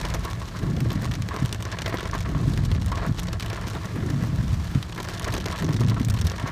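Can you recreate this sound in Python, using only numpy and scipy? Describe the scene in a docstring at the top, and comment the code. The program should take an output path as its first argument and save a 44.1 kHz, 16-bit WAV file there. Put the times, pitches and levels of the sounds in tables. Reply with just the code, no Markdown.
"""Heavy rain heard from inside a slowly rolling car.
From the start drops tick on the windshield and drum on the lined roof: noise bursts through resonances.
Fine spray hisses, tyres hiss in standing water, and road noise and an engine tone boom in the cabin.
Soon the wipers join in, four times over: a wet swish, a juddering stroke of swinging rubber
that snags and rasps, then knocks as the blades flip over."""
import sys
import numpy as np
from scipy import signal
from scipy.fft import rfft, irfft
from scipy.io import wavfile

SR = 44100
rng = np.random.default_rng(int(sys.argv[2]) if len(sys.argv) > 2 else 0)


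def file_out(sig):
    """Save sig as 16-bit WAV at sys.argv[1]."""
    # one column per channel
    cols = np.atleast_2d(sig).T
    # limit, then scale
    lim = np.clip(cols, -1, 1)
    pcm = np.round(lim * 32767).astype(np.int16)
    wavfile.write(sys.argv[1], SR, pcm)


N = 287091
T = np.arange(N) / SR

# strength of the shower before its brief lulls: [t/s, patter on the glass/dB, drumming on the roof/dB]
SHOWER = [(0, -50.5, -39.5), (0.3, -50, -42.5), (0.48, -53, -52.5), (0.6, -49, -41.5), (0.75, -60.5, -49.5),
          (1.05, -50, -40.5), (1.24, -66, -53), (1.35, -50.5, -36), (1.5, -56, -47.5), (1.75, -58, -40),
          (1.97, -53, -42.5), (2.2, -46.5, -39), (2.35, -58, -46.5), (2.45, -52.5, -48), (2.72, -53.5, -46),
          (2.87, -50, -45), (3.0, -57, -41.5), (3.14, -48.5, -51), (3.28, -66, -42), (3.39, -57, -46),
          (3.56, -51, -38), (3.7, -47.5, -43.5), (3.92, -64, -44.5), (4.3, -57.5, -47), (4.6, -51, -48),
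          (4.92, -64, -52), (5.0, -45, -39.5), (5.1, -49.5, -44), (5.33, -47.5, -34.5), (5.42, -47.5, -40),
          (5.62, -49, -38), (5.95, -49, -51.5), (6.07, -55, -46), (6.2, -55, -41.5), (6.5, -52, -39)]
# dull answer of the pane to drops and wet slaps: [f/Hz, level/dB]
PANE_COLOUR = [(150, -3.5), (350, 5.5), (550, -4.5), (800, -8), (1300, -10), (2000, -10.5), (2600, -25.5),
               (5000, -39), (12000, -32)]
# low growl, shared by scraping rubber and the boom of the cabin: [f/Hz, level/dB]
GROWL_COLOUR = [(30, -37.5), (70, 1.5), (110, -4), (170, 1), (230, -2.5), (310, -3), (380, -23), (650, -29),
                (1400, -43), (5000, -64)]


def undb(db):
    """Decibels to gain."""
    return 10 ** (np.asarray(db) / 20)


def unit(x):
    """Scale to rms 1."""
    return x / np.sqrt(np.mean(x ** 2) + 1e-18)


def curve(rows, column=1):
    """One column of a table, joined by straight lines in time."""
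    rows = np.array(rows)
    return np.interp(T, rows[:, 0], rows[:, column])


def add(track, s, sound):
    """Mix a sound into the track at time s."""
    i = int(np.clip(s * SR, 0, N - 1))
    track[i:i + len(sound)] += sound[:N - i]


def response(points, size=4096):
    """Causal (minimum-phase) impulse response of unit energy with the given colour."""
    hz, db = np.transpose(points)
    f = np.maximum(np.fft.rfftfreq(size, 1 / SR), 1)
    gain = undb(np.interp(np.log(f), np.log(hz), db))
    # folding the cepstrum onto positive times makes the response causal
    cepstrum = irfft(np.log(gain))
    cepstrum[1:size // 2] *= 2
    cepstrum[size // 2 + 1:] = 0
    h = irfft(np.exp(rfft(cepstrum)))
    return h / np.linalg.norm(h)


def colour(x, points):
    """Pass a sound through a body with the given colour."""
    return signal.oaconvolve(x, response(points))[:N]


def ring(x, modes):
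    """Sum of resonances (Hz, width Hz, dB)."""
    out = 0
    for hz, width, db in modes:
        b, a = signal.iirpeak(hz, hz / width, fs=SR)
        out = out + undb(db) * signal.lfilter(b, a, x)
    return out


def walk(rate):
    """Slow random drift within -2 to 2, with rate knots per second and a spread near 1."""
    knots = 2 * np.tanh(rng.standard_normal(N))
    return np.interp(T * rate, np.arange(N), knots)


def splash(decay_s, grain_db=3, spot_db=2, size=5000):
    """A burst of scattering droplets, coloured by the spot it hits; rms 1 if packed into 10 ms."""
    t = T[:size]
    grain = np.interp(t * 900, np.arange(size), rng.standard_normal(size))
    droplets = undb(grain_db * grain)
    burst = rng.standard_normal(size) * droplets * np.exp(-t / decay_s)
    spot_hz = 700 * 10 ** rng.random(3)
    burst = burst + ring(burst, [(hz, hz / 5, spot_db) for hz in spot_hz])
    return burst * np.sqrt(SR / 100) / np.linalg.norm(burst)


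def patter(rate, spread_db, crack_s, tail_s, tail_db, count=16):
    """Drops of all sizes fall at random on several spots, each spot with its own splash; rms 1."""
    out = 0
    for _ in range(count):
        falls = np.zeros(N)
        when, size = rng.random((int(rate * T[-1] / count), 2)).T
        falls[(when * N).astype(int)] = undb(-spread_db * size)
        drop = splash(crack_s) + undb(tail_db) * splash(tail_s)
        out = out + signal.oaconvolve(falls, drop)[:N]
    return unit(out)


def brighten(x, db):
    """Lift or dull the top against the rest by the given dB, with part of the change balanced out."""
    lowpass = signal.butter(2, 6600, fs=SR, output="sos")
    low = signal.sosfiltfilt(lowpass, x, padtype=None)
    return undb(-db / 4) * (low + undb(db) * (x - low))


def middling_drops():
    """Random drops, harder when the shower is strong: rows like those of the big drops."""
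    per_s, spread_db = 18, 3
    when, size, spot, bright = rng.standard_normal((int(per_s * T[-1]), 4)).T
    s = np.clip((np.arange(len(when)) + .5 + .5 * when) / per_s, 0, T[-1])
    crack_db = np.interp(s, T, curve(SHOWER)) + spread_db * np.tanh(size)
    spatter_db = crack_db + 3
    pane_db = crack_db + spread_db * spot
    return list(zip(s, crack_db, spatter_db, pane_db, 2 * bright))


def windshield(lulls):
    """Drops crack on hard glass, scatter into spatter and draw a dull answer from the pane."""
    # biggest single drops, before brightening and colour:
    # [t/s, first crack level/dB, spatter level/dB, pane level/dB, top against the rest/dB]
    big_drops = [(0.0134, -42, -40, -35.5, -2), (0.0497, -46, -37, -35.5, -10), (0.0862, -48, -46, -55, 0),
                 (0.1009, -45, -39, -41, -2), (0.1398, -37.5, -50, -33.5, -8), (0.1447, -42, -39, -28, 3),
                 (0.2498, -42.5, -40, -41, 6), (0.3022, -47, -48, -38, 1), (0.3323, -42.5, -52, -47, -11),
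                 (0.5898, -50, -47, -59, 5), (0.7657, -50, -45, -44, -4), (0.8049, -41.5, -42, -33, 3),
                 (0.903, -45, -39.5, -33.5, -10), (0.9168, -46, -42, -49, -1), (0.9294, -47, -46, -55, 8),
                 (1.0215, -45.5, -50, -54, 5), (1.0334, -50, -61, -51, 0), (1.0448, -46, -44, -36, -6),
                 (1.0547, -41, -51, -35.5, -1), (1.1134, -43, -43, -42, -7), (1.1182, -43, -54, -59, -2),
                 (1.1379, -43.5, -40, -42, -9), (1.152, -44, -40, -55, -3), (1.2217, -42, -44, -48, -14),
                 (1.2881, -39.5, -48, -35, -9), (1.341, -55, -48, -30.5, -6), (1.364, -41.5, -52, -31, -12),
                 (1.4275, -54, -46, -43, 0), (1.451, -45, -46, -54, -3), (1.4595, -38.5, -45, -40, -3),
                 (1.4927, -46, -57, -58, -12), (1.5272, -34.5, -36.5, -34, 0), (1.5466, -43, -47, -35, -6),
                 (1.6251, -40, -41, -37.5, -1), (1.6526, -40.5, -43, -35, -4), (1.7161, -48, -38, -53, -12),
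                 (1.7232, -45, -39, -46, -6), (1.7875, -41.5, -39, -34, -20), (1.8188, -40, -34.5, -37, -3),
                 (1.8597, -45, -36, -30, -14), (1.8634, -42, -43, -39, -9), (1.8793, -49, -41, -39, 6),
                 (1.894, -48, -41, -33, -1), (1.942, -53, -47, -25, 2), (1.9719, -43.5, -47, -53, -15),
                 (1.9852, -50, -43, -37, -12), (1.9952, -52, -42, -45, -6), (2.0076, -43, -44, -53, -6),
                 (2.0288, -50, -43, -36, -10), (2.0554, -48, -44, -37, -7), (2.1124, -44.5, -48, -56, -1),
                 (2.1503, -44, -41, -28, -7), (2.2048, -49, -38, -53, 1), (2.5344, -54, -42, -45, 4),
                 (2.5759, -40.5, -44, -36.5, -5), (2.6508, -45, -42, -39, 1), (2.6595, -49, -48, -47, 0),
                 (2.715, -47, -39.5, -33, -4), (2.7493, -46, -44.5, -46, -3), (2.8192, -49, -44, -41, -2),
                 (2.8615, -46.5, -50, -40, 10), (2.9175, -45, -41, -37, -6), (2.956, -44, -45, -41, -16),
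                 (2.9737, -52, -41, -37, -8), (3.065, -46.5, -51, -32, 4), (3.1816, -47, -44, -41, -6),
                 (3.1867, -49, -43, -40, -4), (3.1938, -39.5, -43.5, -50, -8), (3.1984, -40, -45, -45, 3),
                 (3.2324, -47, -42, -55, 6), (3.2707, -43, -46, -43, -10), (3.2828, -54, -42.5, -38, -14),
                 (3.3299, -40.5, -36.5, -35, -1), (3.3978, -42, -39, -54, -2), (3.4076, -40, -46, -52, -5),
                 (3.4254, -41.5, -38, -42, -2), (3.4615, -41, -43, -38, -4), (3.5001, -44, -41.5, -35, -5),
                 (3.5302, -48, -41, -33.5, -3), (3.5464, -46, -48, -56, -4), (3.6715, -45, -47, -35, -13),
                 (3.6837, -42.5, -44, -50, -5), (3.7502, -59, -44, -33, -2), (3.8538, -55, -43, -37, 5),
                 (3.9573, -54, -56, -31, -2), (4.0636, -49, -56, -52, 2), (4.1006, -49, -40.5, -31, 0),
                 (4.2248, -54, -50, -42, 4), (4.2368, -47.5, -59, -38, 5), (4.2604, -55, -63, -43, 0),
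                 (4.2709, -55, -58, -62, 11), (4.3604, -50, -62, -63, 0), (4.4792, -51, -47, -60, 0),
                 (4.7476, -53, -43, -38, -6), (4.8276, -40, -41, -54, -5), (4.8948, -53, -46, -42, -6),
                 (4.9236, -50, -42, -54, -11), (4.9482, -49, -52, -59, 1), (4.9776, -47, -47, -29.5, -10),
                 (5.0013, -45, -38.5, -31.5, -4), (5.0288, -46.5, -42, -42, 5), (5.0499, -46, -47, -41, 0),
                 (5.0868, -41, -44, -32.5, -5), (5.0956, -44, -47, -44, -4), (5.1436, -52, -45, -39, 1),
                 (5.1789, -49, -44, -56, -5), (5.1939, -55, -45, -54, 6), (5.197, -39, -49, -54, 3),
                 (5.2211, -48, -47, -40, 4), (5.2444, -37.5, -33.5, -37, -1), (5.2776, -49, -44, -34.5, 6),
                 (5.3225, -52, -37.5, -52, 5), (5.3385, -41, -35, -30, 4), (5.348, -47, -37, -32, -2),
                 (5.3646, -49, -39, -33, -4), (5.3682, -51, -50, -48, -5), (5.3805, -47, -45, -33.5, 2),
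                 (5.4009, -48, -42, -39, -4), (5.4116, -46, -47, -55, -5), (5.4579, -41, -55, -34, -7),
                 (5.4613, -38.5, -42, -33, -2), (5.4841, -43, -44, -36, -4), (5.5242, -51, -39, -56, 4),
                 (5.5799, -43, -58, -55, -4), (5.5867, -46, -37, -52, -3), (5.6238, -42, -50, -29.5, -10),
                 (5.6453, -43, -45, -35, -10), (5.6657, -47, -57, -44, -12), (5.6906, -45, -57, -30.5, -19),
                 (5.7424, -43, -41, -53, -3), (5.7641, -45, -38, -52, 0), (5.8143, -48, -47, -34, -3),
                 (5.8833, -46, -45, -56, 2), (5.8979, -39.5, -41, -51, -3), (5.9985, -42, -46, -33, 1),
                 (6.0487, -43.5, -44, -56, 10), (6.0852, -44.5, -43, -38.5, 7), (6.1, -39, -36.5, -33, 5),
                 (6.1398, -46, -41, -54, 6), (6.1734, -48, -46, -52, -9), (6.1871, -55, -37.5, -51, 0),
                 (6.213, -40.5, -35.5, -38, 2), (6.2491, -46, -43, -36, 0), (6.2689, -37, -36, -37, 1.5),
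                 (6.2733, -45, -39, -43, 0), (6.2988, -37.5, -45, -51, -6), (6.3171, -43, -42, -36, -5),
                 (6.3973, -47, -41.5, -41, 4), (6.4749, -48, -41.5, -36, -1)]
    # first crack on the glass: [f/Hz, level/dB]
    crack_colour = [(400, -6), (1200, 1), (2200, 1.5), (3600, 1.5), (4900, -1.5), (5700, 1), (7500, -3.5),
                    (9500, -3.5), (10500, -11), (11500, -6.5), (15500, -9.5)]
    # ticking of spatter and small drops: [f/Hz, level/dB]
    tick_colour = [(400, 0), (1200, 2.5), (2200, 1.5), (3600, 4), (4900, -0.5), (5700, 1.5), (7500, -5),
                   (9500, -8), (10500, -14), (11500, -13.5), (15500, -18.5)]
    small = patter(rate=100, spread_db=18, crack_s=.0005, tail_s=.005, tail_db=-1)
    small = small * undb(curve(SHOWER)) * lulls
    cracks, spatter, pane = np.zeros((3, N))
    for s, crack_db, spatter_db, pane_db, bright_db in list(big_drops) + middling_drops():
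        crack = brighten(splash(decay_s=0.00045, spot_db=-4), bright_db)
        add(cracks, s, undb(crack_db + 1.5) * crack)  # hard glass favours the crack
        droplets = brighten(splash(decay_s=0.0045, grain_db=4, spot_db=-3), bright_db)
        add(spatter, s + 0.0013, undb(spatter_db) * droplets)
        add(pane, s, undb(pane_db) * splash(decay_s=0.0065, grain_db=2, spot_db=-5))
    ticks = colour(cracks, crack_colour) + colour(spatter + small, tick_colour)
    return ticks + colour(pane + undb(-1) * small, PANE_COLOUR)


def roof(lulls):
    """Drops drum on ringing sheet steel, heavy splats ring their spot, and the lining takes off treble."""
    # heaviest splats, before the roof's colour: [t/s, level/dB, ring of the spot f/Hz]
    splats = [(0.038, -31, 1000), (0.111, -37, 940), (0.149, -35, 720), (0.247, -31.5, 1110),
              (0.273, -37, 1770), (0.415, -39, 1090), (0.545, -36, 1350), (1.309, -33, 1200),
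              (1.345, -32, 1300), (1.858, -26, 1910), (1.924, -27.5, 1155), (1.984, -32.5, 1340),
              (2.044, -30.5, 1090), (2.132, -29.5, 1170), (2.25, -33.5, 1180), (2.348, -34, 1100),
              (2.917, -30, 1140), (2.975, -31.5, 1170), (3.016, -30.5, 1080), (3.045, -30, 1370),
              (3.503, -37.5, 950), (3.574, -31.5, 1220), (3.621, -37.5, 1290), (3.752, -34, 1110),
              (5.21, -33.5, 1410), (5.261, -29, 1100), (5.54, -43, 1240), (5.81, -35, 990),
              (5.91, -31.5, 970), (5.963, -31, 1180), (6.395, -40, 1310), (6.456, -32, 1070),
              (6.478, -31, 1350)]
    # lined roof: [f/Hz, level/dB]
    roof_colour = [(100, -7), (220, 4.5), (420, 6.5), (540, 0.5), (780, -7.5), (980, 3), (1400, -5),
                   (2000, -4.5), (2700, -10.5), (5000, -20), (12000, -76)]
    # resonances of the steel sheet: [f/Hz, width/Hz, level/dB]
    sheet_modes = [(668, 51, 20), (1107.5, 11, 16.5), (1350, 30, 13), (1740, 240, 2.5)]
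    drumming = patter(rate=220, spread_db=11, crack_s=0.0019, tail_s=0.009, tail_db=2.5)
    blows = drumming * undb(curve(SHOWER, column=2)) * lulls
    for s, db, hz in splats:
        splat = splash(decay_s=0.021, grain_db=5, spot_db=-4)
        spot_ring = ring(splat, [(hz, 320, 0)])
        add(blows, s, undb(db) * (undb(-4) * splat + spot_ring))
    sheet = colour(blows, roof_colour)
    return sheet + undb(-9.5) * ring(sheet, sheet_modes)


def spray(lulls):
    """Countless fine drops merge into a soft hiss that swells at random and partly follows the shower."""
    # soft hiss of spray: [f/Hz, level/dB]
    spray_colour = [(150, -18), (350, 10), (700, -1), (1200, 1.5), (2500, -11.5), (4000, -7), (5800, -10),
                    (7500, -12.5), (9600, -15), (10500, -27), (11500, -16), (15500, -38)]
    fine = patter(rate=2200, spread_db=20, crack_s=0.0004, tail_s=0.002, tail_db=0)
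    shower_db = curve(SHOWER) - np.mean(curve(SHOWER))
    swell_db = 1.2 * walk(rate=6.6)
    hiss_db = -48.3 + 0.13 * shower_db + swell_db
    return colour(fine * lulls * undb(hiss_db), spray_colour)


def tyres():
    """Where water stands on the road the tyres hiss evenly: coloured noise that comes and goes."""
    # strength of the hiss, applied after its colour: [t/s, level/dB]
    standing_water = [(0, -47), (2.2, -59), (2.5, -44.5), (2.72, -65), (3.8, -47.5), (4.25, -47.5),
                      (4.6, -47), (4.77, -45.5), (4.88, -55), (5.0, -60), (6.5, -55)]
    # smooth hiss of tyres in water: [f/Hz, level/dB]
    hiss_colour = [(400, 6), (1200, 11), (4000, 1), (6000, -0.5), (9000, -7.5), (12000, -11), (15500, -12)]
    return colour(rng.standard_normal(N), hiss_colour) * undb(curve(standing_water))


def road():
    """Uneven asphalt shakes the body; with the engine it keeps the cabin air booming."""
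    # road rumble before the patches of asphalt sway it: [t/s, level/dB]
    rumble_level = [(0, -26.5), (0.4, -36), (1.05, -35.5), (1.9, -37), (2.7, -27), (3.8, -37.5),
                    (5.15, -35), (6.2, -33.5), (6.5, -31)]
    # rumble of the body: [f/Hz, level/dB]
    rumble_colour = [(15, -44), (28, -10), (43, 5.5), (70, 5.5), (90, -1.5), (140, -1.5), (250, -18.5),
                     (500, -29.5), (2000, -71)]
    # resonances of the cabin air: [f/Hz, width/Hz, level/dB]
    cabin_modes = [(102, 30, 0), (172, 8.6, -5), (331.6, 55, -12)]
    # how hard the engine pulls, on boom and engine tone alike: [t/s, level/dB]
    throttle = [(0, -3.5), (2.6, -1), (4.5, 1), (5.1, -3.5), (5.8, 2), (6.5, -0.5)]
    # patches in the asphalt make everything here come and go
    bumps = undb(1.5 * walk(rate=7))
    rumble = unit(colour(rng.standard_normal(N), rumble_colour)) * undb(curve(rumble_level))
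    growl = colour(rng.standard_normal(N), GROWL_COLOUR)
    boom = unit(ring(growl, cabin_modes)) * undb(-32.5)
    engine_hz = 105 * (1 + 0.0443 * walk(rate=9.7))
    engine_tone = np.sin(2 * np.pi * np.cumsum(engine_hz) / SR)
    engine = engine_tone * undb(-34 + 2 * walk(rate=4.8))
    return (rumble + (boom + engine) * undb(curve(throttle))) * bumps


def flap(hz, cycles, overtone, size=6000):
    """A blade snaps free, swings to its peak after some cycles and dies away, with a weaker overtone."""
    turns = T[:size] * hz
    swing = np.sin(2 * np.pi * turns) + overtone * np.sin(2 * np.pi * 1.93 * turns)
    envelope = (turns / cycles * np.exp(1 - turns / cycles)) ** 2
    return swing * envelope


def stroke(start, bite_s):
    """Rubber sticks and slips with a rasp; as the blade slows its growl sinks and the rasp fades."""
    # blade speed at the start and end of a stroke: [speed (1 = nominal)]
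    blade_speed = [1.35, 0.65]
    # rasp of each slip: [f/Hz, level/dB]
    rasp_colour = [(200, -16), (330, 5.5), (540, 4.5), (680, -3), (900, -13), (2000, -28), (6000, -47)]
    judder_hz, slips_per_s = 112, 34  # pitch at nominal speed; mean rate of slips
    end = start + 0.73
    speed = np.interp(T, [start, end], blade_speed)
    judder, grit = np.zeros((2, N))
    for k, (early, detune, size) in enumerate(rng.standard_normal((60, 3))):
        s = start + (k + 0.27 * early) / slips_per_s
        hz = judder_hz * np.interp(s, T, speed) * np.exp(0.089 * detune)
        add(judder, s, undb(3.2 * size) * flap(hz, cycles=1.12, overtone=0.32))
        add(grit, s, undb(2.4 * size) * splash(decay_s=0.011))
    rasp_db = -22 + 28 * (speed - 1)
    rasp = colour(grit, rasp_colour) * undb(rasp_db)
    # the grain of the glass passes under the blade at the blade's speed
    grain = unit(colour(rng.standard_normal(N), GROWL_COLOUR))
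    scrape = np.interp(np.cumsum(speed), np.arange(N), grain, period=N)
    # the rubber bites, holds, then eases off to a share of its grip before it lets go
    hold = np.clip(np.minimum(T - start, end - T) / bite_s, 0, 1)
    grip = hold * np.interp(T, [end - 0.069, end], [1, 0.16])
    return (undb(-1) * judder + undb(-11) * scrape + rasp) * grip


def wipers():
    """Each cycle: a wet swish, a rubbing stroke with snags, then flip-over knocks that shake the cowl."""
    # gain of each rubbing stroke: [level/dB]
    stroke_levels = [-23, -25, -25, -23.5]
    # the rubber snags hard and chatters: [t/s, level/dB, pitch f/Hz, swings to the peak, overtone share]
    snags = [(0.632, -17, 144, 0.51, 0.4), (0.666, -17, 136.0, 1.3, 0.1), (0.7, -17.0, 142, 1.1, 0.2),
             (0.731, -17.5, 149, 1.43, 0.3), (0.76, -20, 120.6, 1.9, 0.3), (0.81, -17.5, 133.6, 1.6, 0.3),
             (0.857, -23, 115, 2.4, 0.1), (0.953, -17.5, 137, 1.06, 0.4), (0.996, -26, 106, 1.6, 0.2),
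             (1.061, -22, 98, 0.7, 0.2), (1.089, -20, 134, 1.3, 0.2), (1.142, -27, 84, 1.1, 0.1),
             (1.166, -23.5, 143.0, 2.4, 0.3), (1.228, -20, 111.0, 0.91, 0.1),
             (2.349, -16.0, 146.7, 2.06, 0.2), (2.423, -23, 118.0, 1.7, 0.2),
             (2.451, -18.0, 117, 0.78, 0.1), (2.473, -11.5, 138, 0.82, 0.3),
             (2.499, -22, 135.0, 0.86, 0.11), (2.503, -22, 187, 1.7, 0.1), (2.575, -15.5, 115, 0.66, 0.2),
             (2.603, -24, 107, 0.74, 0.1), (2.624, -18.5, 123.5, 1.8, 0.2), (2.694, -22, 130, 0.82, 0.2),
             (2.722, -20, 90.0, 1.2, 0.1), (2.754, -22, 154.0, 0.98, 0.2), (2.776, -19, 117.0, 1.1, 0.1),
             (2.858, -20, 94.0, 1.2, 0.1), (2.934, -22, 97.0, 1.0, 0.1), (3.981, -20.0, 138, 0.96, 0.2),
             (4.018, -20, 107, 1.2, 0.4), (4.03, -26.5, 372, 3, 0.09), (4.055, -20, 109.5, 1.4, 0.1),
             (4.1, -26.0, 287, 2.6, 0.1), (4.122, -21, 132.0, 2.3, 0.3), (4.157, -21, 117, 1.7, 0.4),
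             (4.223, -15.5, 148, 0.72, 0.2), (4.238, -17.5, 113, 1.6, 0.1), (4.286, -19.0, 127.0, 1.2, 0.1),
             (4.324, -20, 130, 1.2, 0.2), (4.343, -27, 111.5, 3.4, 0.1), (4.431, -17.0, 124.0, 0.91, 0.2),
             (4.523, -14.5, 114, 1.1, 0.2), (4.567, -21, 97, 0.68, 0.1), (4.58, -24, 91, 1.7, 0.1),
             (5.614, -19, 169, 1.7, 0.2), (5.656, -24, 150.0, 0.92, 0.3), (5.681, -15, 151.4, 2.2, 0.2),
             (5.738, -22, 160, 1, 0.4), (5.791, -18.5, 118.0, 2.4, 0.4), (5.803, -23.5, 360, 2.4, 0.1),
             (5.845, -14, 118.0, 0.81, 0.3), (5.877, -14.5, 111.7, 2.4, 0.1), (5.912, -23.5, 223, 2.0, 0.2),
             (5.993, -25, 113.0, 1.2, 0.2), (6.006, -14, 235, 1.45, 0.067), (6.061, -23, 144.0, 1.4, 0.2),
             (6.089, -18.5, 90, 1, 0.1), (6.134, -24, 113.5, 2, 0.2), (6.233, -16.5, 86, 1.7, 0.1)]
    # the blades knock as they flip over: [t/s, level/dB, pitch f/Hz, overtone share]
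    flip_knocks = [(1.418, -13.5, 139, 0.46), (1.4396, -12.5, 118, 0.1), (3.07, -18.5, 170, .1),
                   (3.0884, -14.5, 130, 0.47), (3.1072, -13.5, 114, 0.13), (4.7503, -10, 134, 0.33),
                   (4.7715, -14, 125, 0.079), (6.435, -18, 134, 0.47)]
    # the cowl that carries the wipers rings after a knock: [f/Hz, width/Hz, level/dB]
    cowl_modes = [(69.6, 5.9, -4)]
    first_s, period_s, bite_s = 0.595, 1.666, 0.02
    rubbing, wet, knocks = np.zeros((3, N))
    for k, rub_db in enumerate(stroke_levels):
        start = first_s + k * period_s
        swish = splash(decay_s=0.11, spot_db=-17, size=9000)
        add(wet, start + bite_s, undb(-36) * swish)
        rubbing += undb(rub_db) * stroke(start, bite_s)
    for s, db, hz, swings, overtone in snags:
        add(rubbing, s, undb(db) * flap(hz, swings, overtone))
    for s, db, hz, overtone in flip_knocks:
        add(knocks, s, undb(db) * flap(hz, 0.83, overtone))
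        add(wet, s, undb(db - 28) * splash(decay_s=0.015))  # slap on the pane
    return rubbing + knocks + ring(knocks, cowl_modes) + colour(wet, PANE_COLOUR)


def scene():
    """Everything meets at one microphone behind the windshield."""
    # heavy rain comes unevenly, with brief lulls; light rain is more even
    lull_db = np.interp(curve(SHOWER), [-54.5, -50.5], [1.4, 2.8])
    lulls = undb(lull_db * np.minimum(walk(rate=44), 0))
    rain = windshield(lulls) + roof(lulls) + spray(lulls)
    return (rain + tyres() + road() + wipers())[None]


def record(dry):
    """The phone cuts the top: a steep low-pass at 15150 Hz."""
    lowpass = signal.ellip(8, .2, 70, 15150, fs=SR, output="sos")
    return signal.sosfilt(lowpass, dry)


dry = scene()
out = record(dry)
file_out(out)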